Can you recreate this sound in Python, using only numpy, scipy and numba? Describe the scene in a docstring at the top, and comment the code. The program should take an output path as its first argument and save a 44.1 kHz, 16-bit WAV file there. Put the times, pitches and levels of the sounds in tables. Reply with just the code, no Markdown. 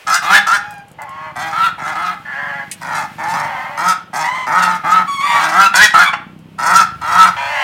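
"""White geese honk close by on a pond, the loudest calls overloading the microphone.
Each honk is a buzz of slapping membranes, coloured by neck, throat and gaping bill. Birds farther
back bray, and some break into squeals. Water drips and splashes, and the enclosure's walls answer.
Outside, under a faint wind, a single-cylinder engine putters, speeding up and slowing down."""
import sys
import numpy as np
from scipy import signal
from scipy.fft import rfft, irfft, next_fast_len
from scipy.io import wavfile
from scipy.ndimage import uniform_filter1d, map_coordinates
from numba import njit

SR = 44100
rng = np.random.default_rng(int(sys.argv[2]) if len(sys.argv) > 2 else 0)


def to_wav(s):
    """Save 16-bit WAV."""
    ch = np.atleast_2d(s).T  # columns
    pcm = np.round(np.clip(ch, -1, 1) * 32767)  # PCM
    wavfile.write(sys.argv[1], SR, pcm.astype(np.int16))


N = 336483
TIME = np.arange(N) / SR


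def amp(db):
    """Decibels to gain."""
    return 10 ** (np.asarray(db) / 20)


def unit(x):
    """x scaled to rms 1."""
    return x / np.sqrt(np.mean(x ** 2) + 1e-20)


def steady(x, size=700):
    """A leveller: holds x at rms 1 over a few pitch cycles."""
    power = uniform_filter1d(uniform_filter1d(x ** 2, size), size)
    return x / np.sqrt(np.abs(power) + 1e-12)


def along(points, hz):
    """Reads (f/Hz, value) points on a log frequency axis."""
    f, values = np.transpose(points)
    return np.interp(np.log(hz + 1), np.log(f + 1), values)


def curves(rows):
    """An automation curve for each column after t/s."""
    times, *columns = np.transpose(rows)
    return [np.interp(TIME, times, column) for column in columns]


def wobble(rate):
    """A smooth random curve, rate knots a second."""
    return map_coordinates(rng.standard_normal(int(N * rate / SR) + 4), [TIME * rate])


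def colour(x, points, size=8192):
    """A minimum-phase EQ through (f/Hz, level/dB) points."""
    cepstrum = irfft(np.log(amp(along(points, np.fft.rfftfreq(size, 1 / SR)))))
    cepstrum[1:size // 2] *= 2
    cepstrum[size // 2 + 1:] = 0
    response = irfft(np.exp(rfft(cepstrum)))[:size // 2]
    return signal.oaconvolve(x, response)[:N]


@njit
def resonate(x, hz, width_hz):
    """A sweepable resonance with a peak gain of about 1."""
    out, state, keep = np.zeros(len(x)), 0j, np.exp(-np.pi * width_hz / SR)
    for i in range(len(x)):
        state = state * keep * np.exp(2j * np.pi * hz[i] / SR) + x[i]
        out[i] = 2 * (1 - keep) * state.real
    return out


def delayed(x, delay_s):
    """x through a delay that may move."""
    return map_coordinates(x, [np.arange(N) - delay_s * SR], order=3)


def pulses(rate, jitter, scatter_db):
    """One click per cycle, uneven in time (jitter, in cycles) and in size."""
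    cycles = np.cumsum(rate) / SR
    at = np.interp(np.arange(1, int(cycles[-1])), cycles, np.arange(N))
    chance = rng.standard_normal((len(at), 2))
    at = at + chance[:, 0] * (jitter * SR / rate)[at.astype(int)]
    taps = at.astype(int)[:, None] + np.arange(-7, 9)
    offset = taps - at[:, None]  # a windowed sinc places each click between samples
    clicks = np.sinc(offset) * np.sinc(offset / 8) * amp(scatter_db * chance[:, 1:])
    return np.bincount(np.clip(taps, 0, N - 1).ravel(), clicks.ravel(), N)


def strikes(rows):
    """One impulse per (t/s, level/dB) row."""
    times, db = np.transpose(rows)
    return np.bincount((times * SR).astype(int), amp(db), N)


def puffs(clicks, life_s):
    """A dying burst of noise after each click, carrying the click's energy."""
    keep = np.exp(-1 / (life_s * SR))
    return np.sqrt(signal.lfilter([1 - keep], [1, -keep], clicks ** 2)) * rng.standard_normal(N)


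def air():
    """A faint outdoor bed of wind and leaves."""
    murmur_eq = [(25, -11), (70, -11), (200, -9.5), (450, 1), (800, 1), (2000, -11.5), (3200, -7),
                 (4500, -59), (16000, -39)]  # f/Hz, level/dB
    return amp(-51 + 1.5 * wobble(3)) * unit(colour(rng.standard_normal(N), murmur_eq))


def yard(x):
    """The enclosure's diffuse reverb, in which the treble dies first."""
    decay_times = [(200, 0.38), (1300, 0.37), (3500, 0.37), (7000, 0.23), (15000, 0.18)]  # f/Hz, t60/s
    hz, t, noise = signal.stft(rng.standard_normal(SR), SR, nperseg=256)
    decay = amp(-60 * t / along(decay_times, hz)[:, None])
    tail = signal.istft(noise * decay, SR, nperseg=256)[1]
    tail *= np.clip(np.arange(len(tail)) / SR / .033, 0, 1)  # builds over 33 ms
    return signal.oaconvolve(x, tail / np.linalg.norm(tail))[:N]


def walls(x):
    """The pond's rim and the nearest walls return copies whose paths drift as the birds swim."""
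    early_echoes = [(.0031, -9.5), (.0083, -9), (0.0157, -10), (0.0214, -14.5)]  # delay/s, level/dB
    return sum(amp(db) * delayed(x, delay_s + .0002 * wobble(2)) for delay_s, db in early_echoes)


def engine():
    """Each firing thumps the exhaust pipe; only the bass carries this far."""
    # the engine's changing pace: t/s, firing rate/Hz, level/dB, exhaust boom/Hz
    revs = [(0, 20, -49, 157), (.5, 21.5, -41.5, 150), (.9, 15.6, -45, 145), (1.6, 20.4, -39, 147),
            (2.35, 22, -43, 165), (2.8, 25.8, -40, 163), (3.35, 23.6, -37.5, 148), (3.95, 16, -45, 169),
            (4.35, 18.9, -39.5, 172), (5.1, 20, -38.5, 188), (5.9, 22.7, -38.5, 180.6),
            (6.27, 31, -38.5, 179), (6.55, 33.2, -40, 173), (6.8, 27.6, -42.5, 151),
            (6.98, 26.5, -36.5, 112), (7.35, 18.8, -47, 115), (7.63, 18.4, -44, 127)]
    distance_eq = [(30, -11.5), (80, 2.5), (180, -3.5), (330, 0), (600, -9.5), (1500, -18)]
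    rate, db, boom_hz = curves(revs)
    firings = pulses(rate, jitter=.012, scatter_db=1.5)
    blasts = firings + .3 * puffs(firings, life_s=.006)
    thumps = resonate(resonate(blasts, boom_hz, width_hz=68.), boom_hz, width_hz=240.)
    return amp(db) * unit(colour(thumps, distance_eq))


def water():
    """Drops tick on the surface, a bird slaps up spray, and ripples fizz along the edge."""
    # drop hits, the slap and the swell of the ripples: t/s, relative level/dB
    drops = [(0.7084, -26), (0.7397, -32), (0.782, -36), (0.8837, -39), (0.9157, -35.5), (1.0189, -25),
             (1.0929, -34), (6.3907, -41)]
    slaps = [(2.714, -10.5)]
    lapping = [(0, -59.5), (.8, -72.5), (2.6, -63.5), (2.8, -61), (3.6, -59), (4.05, -71.5), (5.1, -59.5),
               (6.4, -74), (7.63, -53)]
    # tone of the spray: f/Hz, level/dB
    spray_eq = [(880, -41), (1500, -14.5), (1710, -21), (1920, 0), (2340, -2.5), (6060, -7.5), (9280, 1.5),
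                (16000, -24)]
    drip_eq = [(200, -60), (1500, -21), (4000, -7.5), (8000, -.5), (16000, -10)]
    ripple_eq = [(60, -67.5), (600, -9.5), (2500, -2), (6000, -15.5), (16000, -22)]
    drips = colour(puffs(strikes(drops), life_s=.00083), drip_eq)
    splash = colour(puffs(strikes(slaps), life_s=.0048), spray_eq)
    ripples = unit(colour(rng.standard_normal(N), ripple_eq))
    ripple_db = curves(lapping)[0] + 14.5 + .67 * wobble(23)
    return amp(17) * drips + amp(21) * splash + amp(ripple_db) * ripples


def arch(start, swell_s, release_s, open_db, peak_db, open_hz, top_hz,
         fade_s, swell_bend, pitch_bend, release_db, sag):
    """A call's samples, gain and pitch: they glide with the push of air and sink as it runs out."""
    end = start + swell_s + release_s
    gate = np.clip(np.minimum(TIME - start, end - TIME) / fade_s + 1, 0, 1) ** 2
    on = gate > 0
    rise = np.clip((TIME[on] - start) / swell_s, 0, 1)
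    fall = np.clip((TIME[on] - start - swell_s) / release_s, 0, 1) ** 2
    db = open_db + (peak_db - open_db) * rise ** swell_bend - release_db * fall
    pitch = (top_hz - (top_hz - open_hz) * (1 - rise) ** pitch_bend) * (1 - sag * fall)
    return on, gate[on] * amp(db), pitch


def syrinx(pitch, rough, jitter, scatter_db):
    """Membranes slap shut once a cycle; a rough voice is uneven and lets turbulent air through."""
    clicks = pulses(pitch, jitter * rough, scatter_db)
    return clicks, np.sqrt(1 - rough ** 2) * clicks + rough * puffs(clicks, life_s=.002)


def windpipe(x, spacing_hz, reflection, spread_s=.008, knee_hz=2564):
    """Sound runs up and down the flexing neck, giving evenly spaced resonances that drift."""
    size = next_fast_len(N + 4096)
    hz = np.fft.rfftfreq(size, 1 / SR)
    chirp = np.exp(-2j * np.pi * spread_s * knee_hz * np.log1p(hz / knee_hz))
    x = irfft(rfft(x, size) * chirp, size)[:N]  # each pulse becomes a short downward chirp
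    round_trip = (1 + .061 * wobble(7)) / spacing_hz  # the neck stretches and bends
    return x + reflection * delayed(x + reflection * delayed(x, round_trip), round_trip)


def ripple_glint(x):
    """The rocking water mirrors a swimming bird, so notches wander through its voice."""
    return x + .55 * delayed(x, .0011 + .00022 * wobble(5))


def squeals():
    """The voice breaks into a high register; fast unevenness of the cycles frays the overtones."""
    # squeals: t/s, swell/s, release/s, opening level/dB, peak level/dB, opening pitch/Hz,
    # top pitch/Hz, roughness/0-1, lift of harmonics 2 and 3/dB
    calls = [ (.57, 0.0708, .17, -46, -34, 842, 832, 0.29, 5.5),
             (4.25, .12, 0.086, -25.5, -24, 944, 1039, .6, 2.5),
             (5.082, .05, .075, -21, -19, 1135, 1118, .12, 1), (5.2, .07, .15, -19, -16, 1090, 1170, .3, 3),
             (5.27, 0.036, .15, -23, -19.5, 978.6, 948.4, 0.56, 3.5),
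             (5.645, 0.016, 0.013, -24.5, -20.5, 1300, 1335, .5, 23),
             (6.05, .032, .008, -21.5, -13, 1120, 1155, 0.54, 11.5)]
    # their timbre: harmonic number, level/dB
    harmonics = [(1, 6.5), (2, -5), (3, -12), (4, -16), (5, -24), (6, -19), (7, -25), (8, -22)]
    hiss_eq = [(1000, -44), (5000, -14), (9000, -1.5), (16000, -5)]
    out = np.zeros(N)
    waver, fray, flutter = 1 + .005 * wobble(90), wobble(700), wobble(400)
    hiss = unit(colour(rng.standard_normal(N), hiss_eq))  # air forced through the bill
    for *call, rough, lift_db in calls:
        on, gain, pitch = arch(*call, fade_s=.015, swell_bend=1.1, pitch_bend=1.4,
                               release_db=5, sag=.05)
        phase = 2 * np.pi * np.cumsum(pitch * waver[on]) / SR + .4 * rough * fray[on]
        tone = sum(amp(db + lift_db * (k in (2, 3))) * np.sin(k * phase) for k, db in harmonics)
        out[on] += (unit(tone) + amp(-32) * hiss[on]) * gain * amp(1.5 + 4.8 * rough * flutter[on])
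    return out


def bray_controls(relax_db_per_s=31):
    """Each bray is a flat arch whose throat resonance stays in place and slowly relaxes."""
    # brays: t/s, swell/s, release/s, opening level/dB, peak level/dB, opening pitch/Hz, top pitch/Hz,
    # throat resonance/Hz, its opening strength/dB, roughness/0-1, bright edge/dB
    calls = [ (.99, 0.026, .05, -24.5, -23.5, 130, 148, 821, 5.5, 0.18, -15.5),
             (1.069, 0.17, .08, -30.5, -24, 153.1, 157.5, 1060, 14, 0.11, -11.5),
             (2.255, .135, .245, -25, -18, 120, 143.1, 1657, 20, .1, -13.5),
             (3.42, 0.065, 0.29, -23, -19.5, 153, 151.4, 937, -0.5, 0.32, -11),
             (4.24, .1, .11, -17.5, -21.5, 156.4, 170.2, 2030, 17, 0.36, -19),
             (5.226, .05, .15, -24.5, -20, 190.3, 191.9, 2067, 18, .25, -2.5),
             (6.04, 0.043, 0.029, -23, -18, 185.9, 182.6, 1130, 17.5, 0.32, -19),
             (6.133, .004, .008, -13, -9, 176, 174, 1230, 8, .28, -5),
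             (7.368, 0.25, 0.14, -19.5, -15, 135.7, 148.4, 943, 2.5, 0.22, -1.5)]
    pitch, throat_hz = np.full(N, 150.), np.full(N, 1000.)
    nasal, rough, voice, edge = np.zeros((4, N))
    for *call, rest_hz, nasal_db, roughness, edge_db in calls:
        on, gain, call_pitch = arch(*call, fade_s=.008, swell_bend=1.3, pitch_bend=1.3,
                                    release_db=7, sag=.06)
        pitch[on], throat_hz[on], rough[on] = call_pitch, rest_hz, roughness
        voice[on], edge[on] = gain, gain * amp(edge_db)
        nasal[on] = amp(nasal_db - relax_db_per_s * (TIME[on] - call[0]))
    return pitch, throat_hz, nasal, rough, voice, edge


def far_geese():
    """Brays: a low, flat buzz through a broad throat resonance."""
    # tone of the throat and of the bright edge: f/Hz, level/dB
    throat_eq = [(30, -80), (140, -32.5), (300, -37), (440, -32), (570, -3.5), (850, 6), (1200, 1),
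                 (1600, 0), (2050, 3.5), (2400, -40), (3200, -61), (5000, -41)]
    edge_eq = [(300, -49.5), (1800, 14), (2600, 4), (3300, 0.5), (3800, -16), (4300, -4.5), (5000, -14),
               (5800, -13.5), (9000, -22), (15000, -46.5)]
    pitch, throat_hz, nasal, rough, voice, edge = bray_controls()
    _, source = syrinx(pitch * (1 + .009 * wobble(40)), rough, jitter=.09, scatter_db=1.4)
    buzz = windpipe(source, spacing_hz=283.4, reflection=.56)
    throat = colour(buzz, throat_eq)
    body = steady(throat + nasal * resonate(throat, throat_hz, width_hz=150.))
    bright = steady(colour(ripple_glint(buzz), edge_eq))
    return amp(-3.5) * voice * body + amp(-2.5) * edge * bright


def honk_controls():
    """Each honk is clearest and most nasal at its peak; then the bill gapes and lets out more treble."""
    # honks: t/s, swell/s, release/s, opening level/dB, peak level/dB, opening pitch/Hz, top pitch/Hz,
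    # throat resonance/Hz, its rise as the bill gapes/Hz, its base strength/dB, roughness/0-1,
    # bill ring/dB, rasp/dB
    calls = [ (.073, 0.093, 0.016, -12.5, -10.5, 131.8, 175.3, 1310, 222, 17, 0.21, -16.5, -14),
             (.224, 0.13, 0.035, -18, -4.5, 143.1, 206.9, 1196, 527, 12, 0.23, -11.5, -16),
             (0.469, 0.074, 0.03, -12, -9, 149.4, 204, 1292, 267, 18, 0.01, -18, -17),
             (1.362, 0.063, 0.13, -21.5, -20, 117.5, 161.9, 1334, 61, -8.5, 0.33, -16.5, -18),
             (1.53, 0.11, 0.051, -18, -10, 155.8, 194, 1308, 43, 16, 0.21, -16, -26.5),
             (1.784, .095, 0.078, -24, -17.5, 123, 155.5, 1365, 50, -1.5, 0.44, -21.5, -23),
             (1.956, .11, 0.082, -17, -16, 153, 182.7, 1317, 2, 10, 0.31, -19, -29),
             (2.817, 0.14, 0.098, -24.5, -16, 122.7, 150.4, 1352, 49.5, -3.5, 0.47, -21, -19),
             (3.187, 0.12, 0.051, -20.5, -16, 149, 177.5, 879.4, 20, -10, 0.24, -23.5, -19),
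             (3.336, 0.024, .12, -14, -16, 133.6, 148.1, 921.3, 355, -9.5, 0.32, -23.5, -20),
             (3.779, 0.12, 0.038, -17, -10.5, 147.1, 188.9, 1274, 70, 6.5, 0.27, -19.5, -17),
             (4.136, 0.072, 0.082, -17.5, -16, 122.7, 159.6, 903, 56, -13.5, 0.25, -20, -16),
             (4.47, 0.12, 0.015, -16, -7.5, 123.9, 188, 1276, 13, 6, 0.21, -25, -23.5),
             (4.605, 0.021, .05, -13, -9, 168.6, 184.6, 1305, 26, 7, 0.29, -18.5, -18.5),
             (4.676, .045, 0.052, -10, -14.5, 171, 180.2, 1326, 18, 1.5, .32, -22.5, -23.5),
             (4.841, .098, .085, -15, -8, 151.1, 187.8, 1292, 14, 8.5, 0.24, -22, -27.5),
             (5.35, 0.079, 0.11, -14.5, -13, 127.6, 160.9, 1356, 37.4, 0.5, 0.37, -15.5, -18),
             (5.522, 0.1, 0.053, -13.5, -4.5, 161.7, 198.2, 1325, 70, 12, 0.14, -19, -20),
             (5.742, 0.086, 0.042, -9.5, -4, 159.1, 215.3, 1497, 378, 14, 0.11, -10.5, -14),
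             (5.943, 0.077, 0.028, -5, -7, 165.6, 181.5, 1294, 230, 13, 0.37, -15.5, -16.5),
             (6.589, 0.19, 0.052, -17.5, -5, 117, 194.3, 1312, 60, 12, 0.25, -20, -14.5),
             (7.018, 0.19, 0.083, -20.5, -5.5, 137.6, 187.4, 1284, 10, 15, 0.3, -17.5, -20.5)]
    crest_width_s, gape_lag_s, gape_width_s = .05, .016, .041
    pitch, throat_hz = np.full(N, 160.), np.full(N, 1300.)
    nasal, rough, voice, ring, rasp = np.zeros((5, N))
    for *call, rest_hz, flare_hz, nasal_db, roughness, ring_db, rasp_db in calls:
        on, gain, call_pitch = arch(*call, fade_s=.009, swell_bend=1.06, pitch_bend=1.7,
                                    release_db=8, sag=.1)
        start, swell_s = call[:2]
        past_peak = np.maximum(TIME[on] - start, 0) - swell_s
        crest = np.exp(-(past_peak / crest_width_s) ** 2)
        gape = np.exp(-((past_peak - gape_lag_s) / gape_width_s) ** 2)
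        pitch[on], throat_hz[on] = call_pitch, rest_hz + flare_hz * gape
        nasal[on] = amp(nasal_db + 16 * crest)
        rough[on] = roughness * (1 - .23 * crest)
        voice[on] = np.maximum(voice[on], gain)  # one honk may run into the next
        ring[on] = voice[on] * amp(ring_db + 5.5 * gape)
        rasp[on] = voice[on] * amp(rasp_db + 3 * gape)
    return pitch, throat_hz, nasal, rough, voice, ring, rasp


def near_geese():
    """Honks: pulses ring one sharp throat resonance and the bill; each slap adds a bright crack."""
    # tone of the throat, the ringing bill and the rasp: f/Hz, level/dB
    throat_eq = [(25, -79), (70, -44.5), (175, 4), (260, -8), (360, -16), (450, -22), (600, -4), (760, 5.5),
                 (970, 3.5), (1300, 0), (1700, -1), (2100, -2.5), (2450, -17.5), (3200, -50)]
    bill_eq = [(300, -74.5), (1600, -11), (2300, -1.5), (2650, 1.5), (3050, -4.5), (3350, 0.5), (3700, -4),
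               (4100, -3), (4700, -17.5), (6000, -28)]
    rasp_eq = [(300, -81), (3300, -27), (4400, 1), (5000, 4.5), (5500, 4.5), (6100, 4), (7200, 0),
               (8000, -1.5), (9000, -2), (10500, -11), (13000, -11), (16000, -19.5)]
    neck = dict(spacing_hz=434.7, reflection=.45)
    pitch, throat_hz, nasal, rough, voice, ring, rasp = honk_controls()
    clicks, source = syrinx(pitch * (1 + .011 * wobble(45)), rough, jitter=.07, scatter_db=1.5)
    buzz = windpipe(source, **neck)
    throat = colour(buzz, throat_eq)
    body = steady(throat + nasal * resonate(throat, throat_hz, width_hz=85.))
    bill = steady(colour(ripple_glint(buzz), bill_eq))
    slaps = windpipe(clicks + 1.2 * puffs(clicks, life_s=.00012), **neck)
    crack = steady(colour(ripple_glint(slaps), rasp_eq))
    effort = np.clip(voice / amp(-7.5), 0, 1)
    body_gain = voice * amp(3.05 * effort ** 2 - 3.5)  # loud honks gain extra body
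    crack_gain = rasp * amp(-3.5 + 3.84 * wobble(70))  # the treble flickers
    return body_gain * body + amp(-3) * ring * bill + crack_gain * crack


def scene():
    """Geese and water get early echoes; the geese and, more strongly, the engine feed the reverb."""
    geese = near_geese() + far_geese() + squeals()
    putter = engine()
    pond = geese + water()
    reverb = yard(amp(-11.5) * geese + amp(-8) * putter)
    return (pond + walls(pond) + reverb + amp(-3.5) * putter + air())[None]


def record(dry):
    """The overloaded microphone flattens the loudest peaks; the extreme treble is cut off."""
    ceiling, top_hz = 1.02, 16000
    clipped = dry / (1 + np.abs(dry / ceiling) ** 8) ** (1 / 8)
    size = next_fast_len(N + 4096)
    passband = np.fft.rfftfreq(size, 1 / SR) < top_hz
    return irfft(rfft(clipped, size) * passband, size)[..., :N]


dry = scene()
out = record(dry)
to_wav(out)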